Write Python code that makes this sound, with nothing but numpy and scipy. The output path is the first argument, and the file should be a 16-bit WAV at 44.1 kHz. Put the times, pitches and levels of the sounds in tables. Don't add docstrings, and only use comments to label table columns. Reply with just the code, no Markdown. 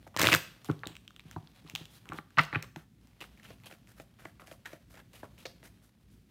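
import sys
import numpy as np
from scipy import signal
from scipy.fft import rfft, irfft
from scipy.io import wavfile

SR = 44100
rng = np.random.default_rng(int(sys.argv[2]) if len(sys.argv) > 2 else 0)


def voltage_ratio(level):
    return 10 ** (np.asarray(level, float) / 20)


def log_audio(samples):
    frames = np.atleast_2d(samples).T
    limited = np.clip(frames, -1, 1)
    pcm = np.round(limited * 32767).astype(np.int16)
    wavfile.write(sys.argv[1], SR, pcm)


N = 277830

# [t/s, level/dB, f/Hz, brightness/dB, length/ms]
RIFFLE_SNAPS = [(.1643, -25, 1230, -2, 2.5), (.1722, -29, 1822, -1, 3), (.1823, -37, 2120, -12.5, 3.8),
                (.1864, -27, 1577, -12.5, 2.6), (.1901, -29.5, 1640, 0.5, 2.8), (.1944, -19, 1300, 1, 1.8),
                (.1963, -22.5, 1169, 3, 2), (.2008, -32.5, 1815, -6, 3), (.2056, -20.5, 1506, -7.5, 2),
                (.2098, -33.5, 2720, -15, 2), (.2146, -23, 2293, -8, 3), (.2158, -18.5, 3588, 2.5, 2.6),
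                (.2176, -19, 2020, 0, 2.3), (.2277, -18, 3584, -5.5, 2), (.2328, -22, 2116, -3, 2),
                (.2341, -23.5, 2011, 2.5, 2), (.2417, -17.5, 1408, -13.5, 3), (.245, -18, 982, -12, 2.1),
                (.2507, -25, 1395, -10.5, 2), (.2532, -20, 901.5, -8, 3), (.2617, -24.5, 1222, -14.5, 3),
                (.2702, -11, 2628, -10.5, 1.2), (.2708, -13.5, 1879, -10.5, 1.5), (.28, -29, 2605, -1.5, 2),
                (.2812, -20, 2875, -8.5, 2.5), (.2872, -14, 1468, -8, 1.5), (.2907, -29, 900, -8, 2),
                (.2955, -33, 3137, -6, 2.5), (.2981, -28, 3060, -9.5, 2), (.3014, -28, 3614, -6, 2.5),
                (.3135, -32, 2238, -6, 2), (.3167, -28, 1598, -11, 2), (.319, -20, 2534, -15.5, 3.5),
                (.323, -15.5, 2400, -9.5, 2.6), (.3261, -21, 1420, -9, 2), (.3292, -9.5, 2252, -14.5, 3.17),
                (.3386, -12, 2217, -8.5, 4.2), (.3421, -17, 1456, -11, 2.5), (.348, -14, 1770, -5, 2.6),
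                (.3594, -28, 1545, 2, 2.4)]
# [t/s, level/dB, f/Hz, brightness/dB, length/ms]
CARD_PATS = [(1.052, -68, 2500, -6, 2.3), (1.3614, -44, 1560, -28.5, 2.4), (1.663, -59.5, 1026, -21.5, 4),
             (1.676, -49.5, 3870, -12.5, 3), (1.6865, -52, 1160, -5, 3.2), (1.776, -57, 4200, -10, 2),
             (1.832, -50, 3870, -10, 2), (2.0997, -47.5, 1690, -16, 3.4), (2.385, -19, 2000, -21.5, 6.3),
             (2.383, -30, 4200, -21, 14), (2.392, -30, 4200, -21.5, 11), (2.5455, -36.5, 1530, -30, 3.3),
             (2.558, -30, 2370, -25, 4.6), (2.9478, -69.5, 925, -8, 1.74), (3.012, -69.5, 4200, -9, 2.9),
             (3.132, -63.5, 2070, -9.5, 2), (3.205, -44.5, 2570, -11, 4.3), (3.66, -50, 700, -12, 4.8),
             (3.669, -57.5, 3120, -13.5, 3.3), (3.698, -57, 896, -13, 3), (4.188, -59.5, 1087, -14.5, 4.4),
             (4.255, -38, 1595, -20.5, 4.3), (4.9538, -52, 1890, -4.5, 3.3), (4.971, -52, 900, -11.5, 6.6),
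             (4.9764, -53, 860, -11, 5.5), (4.992, -53, 1380, -12.5, 4), (5.0, -53, 1557, -9, 3.3),
             (5.243, -47, 664, -15.5, 3.5)]
# [t/s, level/dB, f/Hz, brightness/dB]
NAIL_TICKS = [(.0275, -59, 1760, -4), (.076, -46, 806, -8), (0.6459, -45, 1300, 5.5),
              (0.7135, -42, 3500, -1), (.792, -50, 4060, -8), (0.856, -44, 3720, -15),
              (0.871, -31.5, 3830, 0), (0.9536, -41, 2800, -8), (0.9661, -37.5, 3090, -7),
              (1.078, -37.5, 3050, -8), (1.106, -49, 1520, -7), (1.1628, -42, 3450, -9),
              (1.195, -39.5, 2600, -6.5), (1.2042, -48.5, 3170, -18), (1.312, -42.5, 1830, 3.5),
              (1.426, -59, 3610, -13), (1.4726, -46, 3720, -23), (1.5166, -63, 3780, 3.5),
              (1.698, -40.5, 2580, 3), (1.7515, -24, 3370, -5), (1.759, -26, 3000, -8),
              (1.8546, -41.5, 3680, -3.5), (2.0558, -46, 1640, -7), (2.0896, -37.5, 2810, -5),
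              (2.3054, -55.5, 1650, -1.5), (2.435, -43.5, 4450, 6), (2.4505, -44.5, 4020, 4),
              (2.625, -39.5, 2400, 3.5), (2.6263, -34, 2400, 0), (3.072, -57.5, 1132, 2.5),
              (2.1332, -46, 3000, 1.5)]
# [t/s, level/dB, f/Hz, length/ms]
EDGE_BLOWS = [(.0655, -49.5, 570, 4.4), (0.1444, -49, 780, 1), (0.6857, -48, 1400, 2.9),
              (.696, -34.5, 1100, 3.7), (0.8342, -30, 1470, 2.9), (.8617, -45.5, 810, 9.2),
              (1.3625, -37.5, 776, 7.5), (1.3748, -52, 950, 1.1), (2.1201, -32, 1320, 2.4),
              (2.125, -42.5, 1070, 17), (2.186, -33, 1486, 3), (2.3714, -29.5, 2250, 20),
              (2.3768, -25, 1300, 8.5), (2.3834, -21, 1310, 12), (2.3912, -15.5, 2060, 14),
              (2.3974, -24.5, 1350, 3.7), (2.528, -27.5, 1670, 1.8), (2.5359, -38, 990, 3.5),
              (2.5483, -28, 1800, 5.8), (2.5567, -26, 1680, 3.2), (5.2308, -47.5, 860, 3.5),
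              (5.2372, -53, 670, 12)]
# [t/s, level/dB, f/Hz, length/ms]
PACKET_SLAPS = [(2.7604, -36.5, 988, 3.3), (3.219, -42.5, 1153, 5.2), (3.24, -44.5, 1600, 1.9),
                (3.3735, -57, 2300, 14), (3.3968, -52, 1750, 7.4), (3.448, -50.5, 1750, 14),
                (3.5042, -48.5, 666, 14), (3.712, -43.5, 796, 2.4), (3.978, -59, 1474, 9),
                (3.9982, -44, 790, 13), (4.2525, -42.5, 964, 2.2), (4.398, -53, 1780, 2.9),
                (4.4185, -45.5, 1390, 2.65), (4.478, -51, 820, 4.5), (4.5129, -46.5, 692, 5.2),
                (4.6493, -56, 1820, 11), (4.6567, -36.5, 1890, 5), (4.661, -37, 1910, 4.5),
                (4.667, -45.5, 1736, 3.1), (4.7305, -45.5, 609, 17), (4.941, -51, 798, 4.4),
                (5.137, -55, 640, 17), (5.4535, -35, 710, 23), (5.4574, -39.5, 4060, 3.8),
                (5.465, -41, 4200, 5.6), (5.6288, -50, 650, 4.1), (2.6428, -48.5, 1390, 4.6),
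                (5.774, -63, 1803, 2.5)]
# [t/s, level/dB]
CORNER_CATCHES = [(3.213, -44.5), (3.432, -51), (3.456, -53), (3.6, -56), (3.636, -50), (3.725, -47.5),
                  (3.8726, -51), (4.472, -45.5), (4.525, -46.5), (4.909, -55.5), (5.133, -49.5),
                  (5.38, -51)]
# [t/s, level/dB]
RIM_FLICKS = [(.2057, -29), (.2277, -24.5), (.2325, -35), (.2415, -36.5), (0.3015, -32.5), (.319, -31),
              (.3292, -28), (.3482, -16), (.3595, -32), (.3693, -32), (.2165, -27)]
# [t/s, level/dB, f/Hz, length/ms]
PACKET_SPRINGS = [(.2708, -9.5, 3600, .8), (.6885, -37.5, 780, 8.9), (.6965, -29, 1400, 4.2),
                  (2.5281, -40.5, 4000, 2.2), (.3295, -16.5, 2300, 1.5), (4.6554, -39, 1900, 1.3),
                  (.8562, -40, 3700, 3.2), (.2418, -20.5, 1901, 2), (.2535, -21, 1300, 1.5),
                  (1.0813, -46.5, 2900, 1), (1.164, -50, 1500, 1.5), (1.196, -40.5, 3700, 1.3),
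                  (1.7525, -43, 800, 5), (2.1206, -39, 2310, 1.6), (2.1865, -34, 2130, 1.8),
                  (2.384, -11.5, 1210, 5), (2.3865, -11, 2060, 2.4), (2.3916, -11.5, 2056, 3.4),
                  (2.3957, -12.5, 1330, 3.1), (2.5482, -25, 2430, 3.3), (2.5568, -18, 1470, 2.14),
                  (2.5566, -23, 2450, 2.7), (3.2125, -34.5, 2720, 2.4), (3.2197, -39, 2600, 2.5),
                  (3.2414, -44.5, 1550, 1.5), (3.428, -53.5, 2750, 2.2), (3.4538, -47, 3040, 3),
                  (3.503, -46.5, 520, 3), (3.668, -49.5, 3150, 5), (3.726, -48.5, 2700, 2.9),
                  (4.2537, -39.5, 1106, 2.7), (4.397, -42.5, 1150, 1.7), (4.3968, -47, 2400, 1.8),
                  (5.157, -54.5, 2890, 2), (5.2312, -37, 900, 2.2), (5.2315, -41.5, 1610, 3)]
# [t/s, peak level/dB, low modes/dB, high modes/dB]
TABLE_KNOCKS = [(0.07, -50, 14, -5), (0.162, -35.5, 14, -2.5), (0.196, -21, 3, -10.5), (0.213, -27, 3, -8),
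                (0.23, -25.5, -21, 1), (0.242, -25, 13, -1.5), (0.268, -24.5, 14, -2), (0.288, -31, 15, 2),
                (0.318, -22, 3, -8), (0.332, -20, -19, -3.5), (.348, -26, 11, -7), (0.6888, -21, 3, -8),
                (0.697, -16, 5.5, -6), (0.863, -41, 10, 3), (0.9, -38, -9, -6), (1.251, -36, 7, -19),
                (1.361, -24.5, 6.5, -10.5), (1.427, -39, -1.5, -19.5), (1.647, -38, -9.5, -10),
                (1.733, -32, -11, -15.5), (1.806, -32.5, -15, -12), (2.095, -39, 11.5, -4.5),
                (2.122, -33, -26, -6.5), (2.136, -33, -18.5, -7.5), (2.186, -35.5, -23, -6),
                (2.373, -18.5, -30.5, -29), (2.391, -14, -17, -20.5), (2.528, -29, 1, -9),
                (2.557, -19.5, 7.5, -11), (2.763, -30, -27.5, -10)]
# [t/s, peak level/dB]
PALM_THUDS = [(3.208, -55), (3.504, -50.5), (3.997, -46), (4.252, -42), (4.514, -46.5), (4.73, -42.5),
              (5.231, -40.5), (3.66, -60), (3.725, -52.5), (4.42, -54.5), (4.97, -59.5), (5.453, -48),
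              (5.63, -56.5)]
# [f/Hz, t60/s, level/dB]
KNOCK_MODES = [
    [(106, 0.081, -9.5)],
    [(157.2, 0.13, -6), (250, 0.089, -17)],
    [(307, 0.05, 2.5), (378, 0.033, -1)],
    [(498.3, 0.024, 0.5), (646, 0.033, 1)],
]
# [f/Hz, t60/s, level/dB]
WOOD_MODES = [(637.4, 0.07, -22.5), (830, 0.054, -6.5), (1160, 0.063, -6.5), (1390, 0.047, -9.5),
              (1750, 0.075, -21)]
# [t/s, length/s, rub level/dB, rub f/Hz, hiss level/dB]
SETTLING_SLIDES = [(.065, 0.016, -56.5, 730, -68), (.141, 0.014, -52, 1120, -73),
                   (.648, 0.039, -60, 2830, -56.5), (.697, 0.04, -51, 1100, -71),
                   (.836, 0.015, -48.5, 1010, -92), (1.351, 0.032, -70, 780, -81),
                   (2.402, 0.04, -43.5, 2473, -56), (2.4, .05, -57, 4036, -69),
                   (2.531, 0.082, -50, 1700, -74), (2.628, 0.022, -52, 1557, -63),
                   (2.757, 0.084, -63, 1262, -67), (3.205, 0.058, -53.5, 2410, -59),
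                   (3.372, 0.043, -66.5, 2340, -73), (3.656, 0.035, -58, 2800, -56),
                   (4.395, 0.057, -60, 1195, -67.5), (4.46, 0.053, -62, 1610, -60.5),
                   (4.511, 0.036, -60.5, 1064, -59.5), (4.654, 0.11, -57.5, 1550, -62),
                   (5.458, 0.053, -62, 4690, -65), (5.821, 0.066, -78, 1420, -68.5)]
# [t/s, length/s, rub level/dB, rub f/Hz, hiss level/dB]
EVEN_DRAWS = [(.868, 0.068, -60, 2900, -88), (1.54, 0.056, -69, 3800, -73),
              (1.753, 0.074, -58, 3214, -66.5), (3.428, 0.11, -62.5, 2575, -66),
              (3.6, 0.026, -75.5, 1250, -73), (3.632, 0.023, -61, 2770, -71),
              (3.699, 0.046, -59, 1500, -63), (4.187, 0.11, -60.5, 1467, -65),
              (4.891, 0.06, -69.5, 1269, -65), (5.127, 0.08, -62, 2400, -60.5),
              (5.229, 0.028, -54.5, 1070, -65.5), (5.378, 0.059, -62, 2860, -61),
              (5.632, 0.045, -60.5, 1637, -58.5), (5.982, 0.041, -84.5, 1005, -80),
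              (6.099, 0.048, -82, 1198, -70.5)]
# [t/s, length/s, rub level/dB, rub f/Hz, hiss level/dB]
GATHERING_PUSHES = [(1.25, 0.088, -65.5, 2940, -72.5), (1.651, 0.063, -64, 2660, -74),
                    (1.89, 0.085, -70, 3880, -63.5), (2.056, 0.069, -58, 1134, -73.5),
                    (2.126, 0.033, -52.5, 1030, -64), (2.157, 0.026, -57, 3060, -60),
                    (2.999, 0.11, -94, 1280, -91), (3.859, 0.058, -69, 1530, -67),
                    (3.955, 0.066, -66, 1485, -64.5), (4.936, 0.068, -59, 1460, -67.5)]
# [t/s, length/s, rub level/dB, rub f/Hz, hiss level/dB, swell/dB]
THUMB_FANNING = [
    (0.189, .172, -32.5, 2124, -37.5, 0.00093),
]
# [t/s, level/dB]
FINGER_SHIFTS = [
    [(0.0, -63.5), (0.13, -64.5)],
    [(0.56, -57), (1.07, -64.5), (2.0, -59), (2.19, -70.5), (2.4, -58), (2.57, -64), (2.84, -79),
     (3.04, -65), (3.39, -62.5), (4.24, -67), (4.38, -65.5), (4.99, -68), (5.39, -62), (5.9, -67.5),
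     (6.3, -70)],
]
# [f/Hz, level per Hz/dB]
RUB_SPECTRUM = [(300, -2.5), (600, -3.5), (1200, -6.5), (2500, -7), (4000, -10), (7000, -25)]
# [f/Hz, level per Hz/dB]
HISS_SPECTRUM = [(3000, 1.5), (5000, 1), (8000, -1), (11000, 0), (14000, -2), (16000, -7)]
# [t/s, level/dB]
RING_CLINKS = [
    (5.4576, -74.5),
    (5.4640, -68),
    (5.485, -81.5),
]
# [centre f/Hz, spread/octaves, t60/s]
RING_CLUSTER = (4600, 0.24, 0.18)
# [f/Hz, t60/s, level/dB]
ROOM_BANDS = [(152.9, 0.76, -19.5), (540, 0.31, -9.5), (1300, 0.49, -18), (2400, 0.35, -18),
              (4200, 0.48, -14), (7500, 0.34, -13), (12500, 0.35, -10)]
# [f/Hz, level per Hz/dB]
AIR_SPECTRUM = [(28, -27.5), (45, 0), (57, 5), (76, -9.5), (110, 1.5), (145, -6.5), (190, -3), (290, -11.5),
                (400, -21), (800, -42), (2000, -35.5), (6000, -40), (12000, -43), (16000, -41.5)]


def rms_one(x):
    return x / np.sqrt(np.mean(x ** 2) + 1e-20)


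def band(x, low_hz, high_hz):
    edges = [low_hz, min(high_hz, SR / 2.2)]
    return signal.sosfilt(signal.butter(2, edges, "band", fs=SR, output="sos"), x)


def steep(x, low_hz, high_hz):
    return band(band(x, low_hz, high_hz), low_hz, high_hz)


def coloured(x, spectrum):
    hz, level_db = np.transpose(spectrum)
    log_hz = np.log(np.maximum(np.arange(N // 2 + 1) * SR / N, 1))
    gain_db = np.interp(log_hz, np.log(hz), level_db, -90, -90)
    return rms_one(irfft(rfft(x) * voltage_ratio(gain_db), N))


def drift(rate_hz):
    r = np.exp(-2 * np.pi * rate_hz / SR)
    slow = signal.lfilter([1], [1, -2 * r, r * r], rng.standard_normal(N + SR))
    return rms_one(slow[SR:])


def ring(push, hz, t60):
    r, w = voltage_ratio(-60 / (t60 * SR)), 2 * np.pi * hz / SR
    return signal.lfilter([0, np.sin(w)], [1, -2 * r * np.cos(w), r * r], push)


def contacts():
    nail_ms, slap_bright_db = 1.7, -12
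    corner = (2700, -2.5, 0.63)      # f/Hz, brightness/dB, length/ms
    rows = RIFFLE_SNAPS + CARD_PATS
    rows = rows + [(*row, nail_ms) for row in NAIL_TICKS]
    for s, level_db, hz, ms in EDGE_BLOWS:
        bright_db = -37 + 3.9 * max(level_db + 14, 0)
        rows = rows + [(s, level_db, hz, bright_db, ms)]
    rows = rows + [(s, level_db, hz, slap_bright_db, ms) for s, level_db, hz, ms in PACKET_SLAPS]
    return rows + [(*row, *corner) for row in CORNER_CATCHES]


def taps():
    deck_edge_hz, deck_edge_db = 4050, -25
    out, t = np.zeros(N + 2048), np.arange(2048) / SR
    rows = contacts()
    draws = rng.standard_normal((len(rows), 2, len(t)))
    fade = np.hanning(2 * len(t))[len(t):]
    snap_at = round(.0004 * SR)
    for (s, level_db, hz, bright_db, ms), (rough, edge) in zip(rows, draws):
        span = np.clip(ms, .5, 14) / 1000
        burst = np.minimum(t / 0.00079, 1) * np.exp(-2.5 * t / span) * fade
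        rough[snap_at] = edge[snap_at] = -np.interp(ms, [1.8, 3.5, 7], [14, 5, 1])
        reach_hz = np.interp(bright_db, [-20, -6], [1.45 * hz, 4800])
        broad_db = np.interp(ms, [2.6, 6], [-5.5, -7.5])
        own_pitch = steep(rough * burst, hz * .65, hz * 1.279)
        broad = steep(rough * burst, max(400, 0.37 * hz), reach_hz)
        body = own_pitch + voltage_ratio(broad_db) * broad
        tick = band(edge * burst, 2500, 8500) + voltage_ratio(-8) * band(edge * burst, 9500, 15000)
        packed = steep(edge * burst, deck_edge_hz / 1.12, deck_edge_hz * 1.12)
        sound = body / np.abs(body).max()
        sound = sound + voltage_ratio(bright_db + 3.5) * tick / np.abs(tick).max()
        sound = sound + voltage_ratio(deck_edge_db) * packed / np.abs(packed).max()
        at = round(s * SR)
        out[at:at + len(t)] += voltage_ratio(level_db + 4.0) * sound
    return out[:N]


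def flicks():
    out, t_ms = np.zeros(N), np.arange(256) / SR * 1000
    puffs = rng.standard_normal((len(RIM_FLICKS), len(t_ms)))
    for (s, level_db), puff in zip(RIM_FLICKS, puffs):
        at = round(s * SR)
        out[at:at + len(t_ms)] += voltage_ratio(level_db) * puff * np.exp(-t_ms / 1.5)
    return steep(out, 11800, 16200)


def springs():
    rise_ms = .5
    out, t_ms = np.zeros(N + 1024), np.arange(1024) / SR * 1000
    for s, level_db, hz, ms in PACKET_SPRINGS:
        at = round(s * SR)
        shape = np.minimum(t_ms / rise_ms, 1) * np.exp(-(t_ms / ms) ** 2)
        out[at:at + len(t_ms)] += voltage_ratio(level_db) * shape * np.sin(2 * np.pi * hz * t_ms / 1000)
    return out[:N]


def thuds():
    loose_top_db, table_top_db, riffle_end_s = 0.5, -17.5, .5
    palm_shares_db = (-6, -1, 1.5)
    rows = []
    for s, peak_db, low_db, high_db in TABLE_KNOCKS:
        top_db = high_db + (loose_top_db if s < riffle_end_s else table_top_db)
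        rows.append((s, peak_db, low_db, high_db, top_db))
    return rows + [(*row, *palm_shares_db) for row in PALM_THUDS]


def knocks():
    s, peak_db, low_db, high_db, top_db = np.transpose(thuds())
    at, out = np.round((s + 0.0017) * SR).astype(int), np.zeros(N)
    for group, share_db in zip(KNOCK_MODES, [low_db, 0 * s, high_db, top_db]):
        for hz, t60, level_db in group:
            push = np.full(N, 1e-18)
            np.add.at(push, at, rng.choice([-1, 1], len(s)) * voltage_ratio(peak_db + share_db + level_db))
            soft = np.exp(-2 * np.pi * 1.68 * hz / SR)
            push = signal.lfilter([(1 - soft) ** 2], [1, -2 * soft, soft ** 2], push)
            out += ring(push, hz, t60)
    return steep(out, 80, 4000)


def wood():
    s, level_db, hz, bright_db, ms = np.transpose(contacts())
    dull_db = np.interp(bright_db, [-26, -14], [0, -25])
    at, out = np.round((s + 0.00085) * SR).astype(int), np.zeros(N)
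    chance = rng.standard_normal((len(s), len(WOOD_MODES)))
    for (mode_hz, t60, mode_db), luck in zip(WOOD_MODES, chance.T):
        near_db = -7.5 * np.abs(np.log2(mode_hz / hz))
        push = np.full(N, 1e-18)
        push[at] = np.sign(luck) * voltage_ratio(level_db + dull_db + mode_db + near_db + 0.37 * luck)
        out += ring(push, mode_hz, t60)
    return steep(out, 510, 3100)


def strokes():
    kinds = [(SETTLING_SLIDES, -12), (EVEN_DRAWS, -3.5), (GATHERING_PUSHES, 5.5)]
    return [(*row, swell_db) for rows, swell_db in kinds for row in rows] + THUMB_FANNING


def slides():
    clumps = voltage_ratio(2.0 * drift(90))
    sizes = voltage_ratio(2.9 * np.minimum(rng.exponential(1, N), 3.6)) * rng.choice([-1, 1], N)
    catches = sizes * (rng.random(N) < 5000 / SR)
    rub = coloured(catches, RUB_SPECTRUM)
    hiss = coloured(rng.standard_normal(N) + 0.067 * catches, HISS_SPECTRUM)
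    s, level_db = np.transpose(sum(map(list, FINGER_SHIFTS), []))
    shifting_db = np.interp(np.arange(N) / SR, s, level_db) - 9.5
    out = voltage_ratio(shifting_db) * (rub + voltage_ratio(-7.0) * hiss)
    for s, length, rub_db, hz, hiss_db, swell_db in strokes():
        at = round(s * SR)
        t = np.arange(min(round((length + .1) * SR), N - at)) / SR
        onset = np.interp(rub_db, [-68, -58], [.025, .003])
        swell = voltage_ratio(1.2 * swell_db * (np.minimum(t / length, 1) - .5))
        die_away = np.exp(-np.maximum(t - length, 0) / 0.009)
        stroke = np.minimum(t / onset, 1) * swell * die_away
        grain = rub[at:at + len(t)]
        flex = rms_one(band(grain, hz * .8, hz * 1.3))
        face = rms_one(band(grain, hz * .13, hz * 2.1))
        face = rms_one(face + voltage_ratio(-6.5) * flex)
        paper = voltage_ratio(hiss_db - 5.0) * hiss[at:at + len(t)]
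        out[at:at + len(t)] += stroke * (voltage_ratio(rub_db - 1.5) * face + paper)
    return clumps * out


def clinks():
    s, touch_db = np.transpose(RING_CLINKS)
    centre_hz, octaves, t60 = RING_CLUSTER
    out = np.zeros(N)
    for place, luck in rng.standard_normal((40, 2)):
        push = np.full(N, 1e-18)
        push[np.round(s * SR).astype(int)] = voltage_ratio(touch_db + 1.3 * luck)
        out += ring(push, centre_hz * 2 ** (octaves * place), np.clip(t60, .05, .4))
    return out


def room():
    t = np.arange(SR // 2) / SR
    echo, noise = np.zeros(len(t)), rng.standard_normal((len(ROOM_BANDS), len(t)))
    for (hz, t60, level_db), white in zip(ROOM_BANDS, noise):
        tail = white * voltage_ratio(-60 * t / t60) * np.clip((t - .004) / 0.0015, 0, 1)
        tail = tail / np.sqrt(np.sum(tail ** 2))
        echo += voltage_ratio(level_db) * band(tail, hz / 1.5, hz * 1.5)
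    return echo


def air():
    level_db = -59.5 + 1.6 * drift(4.3)
    return voltage_ratio(level_db) * coloured(rng.standard_normal(N), AIR_SPECTRUM)


def scene():
    cards = taps() + flicks() + knocks() + wood() + slides() + clinks()
    bent = springs()
    into_room = cards + voltage_ratio(-5) * bent
    echoes = signal.fftconvolve(into_room, room())[:N]
    return (cards + bent + echoes + air())[None]


def band_limit(x):
    return signal.sosfilt(signal.butter(12, 16660, fs=SR, output="sos"), x)


def record(dry):
    bass_cut = signal.butter(4, 56.2, "high", fs=SR, output="sos")
    top_cut = signal.cheby2(10, 50, 16700, fs=SR, output="sos")
    heard = signal.sosfilt(top_cut, signal.sosfilt(bass_cut, dry))
    return band_limit(heard)


dry = scene()
out = record(dry)
log_audio(out)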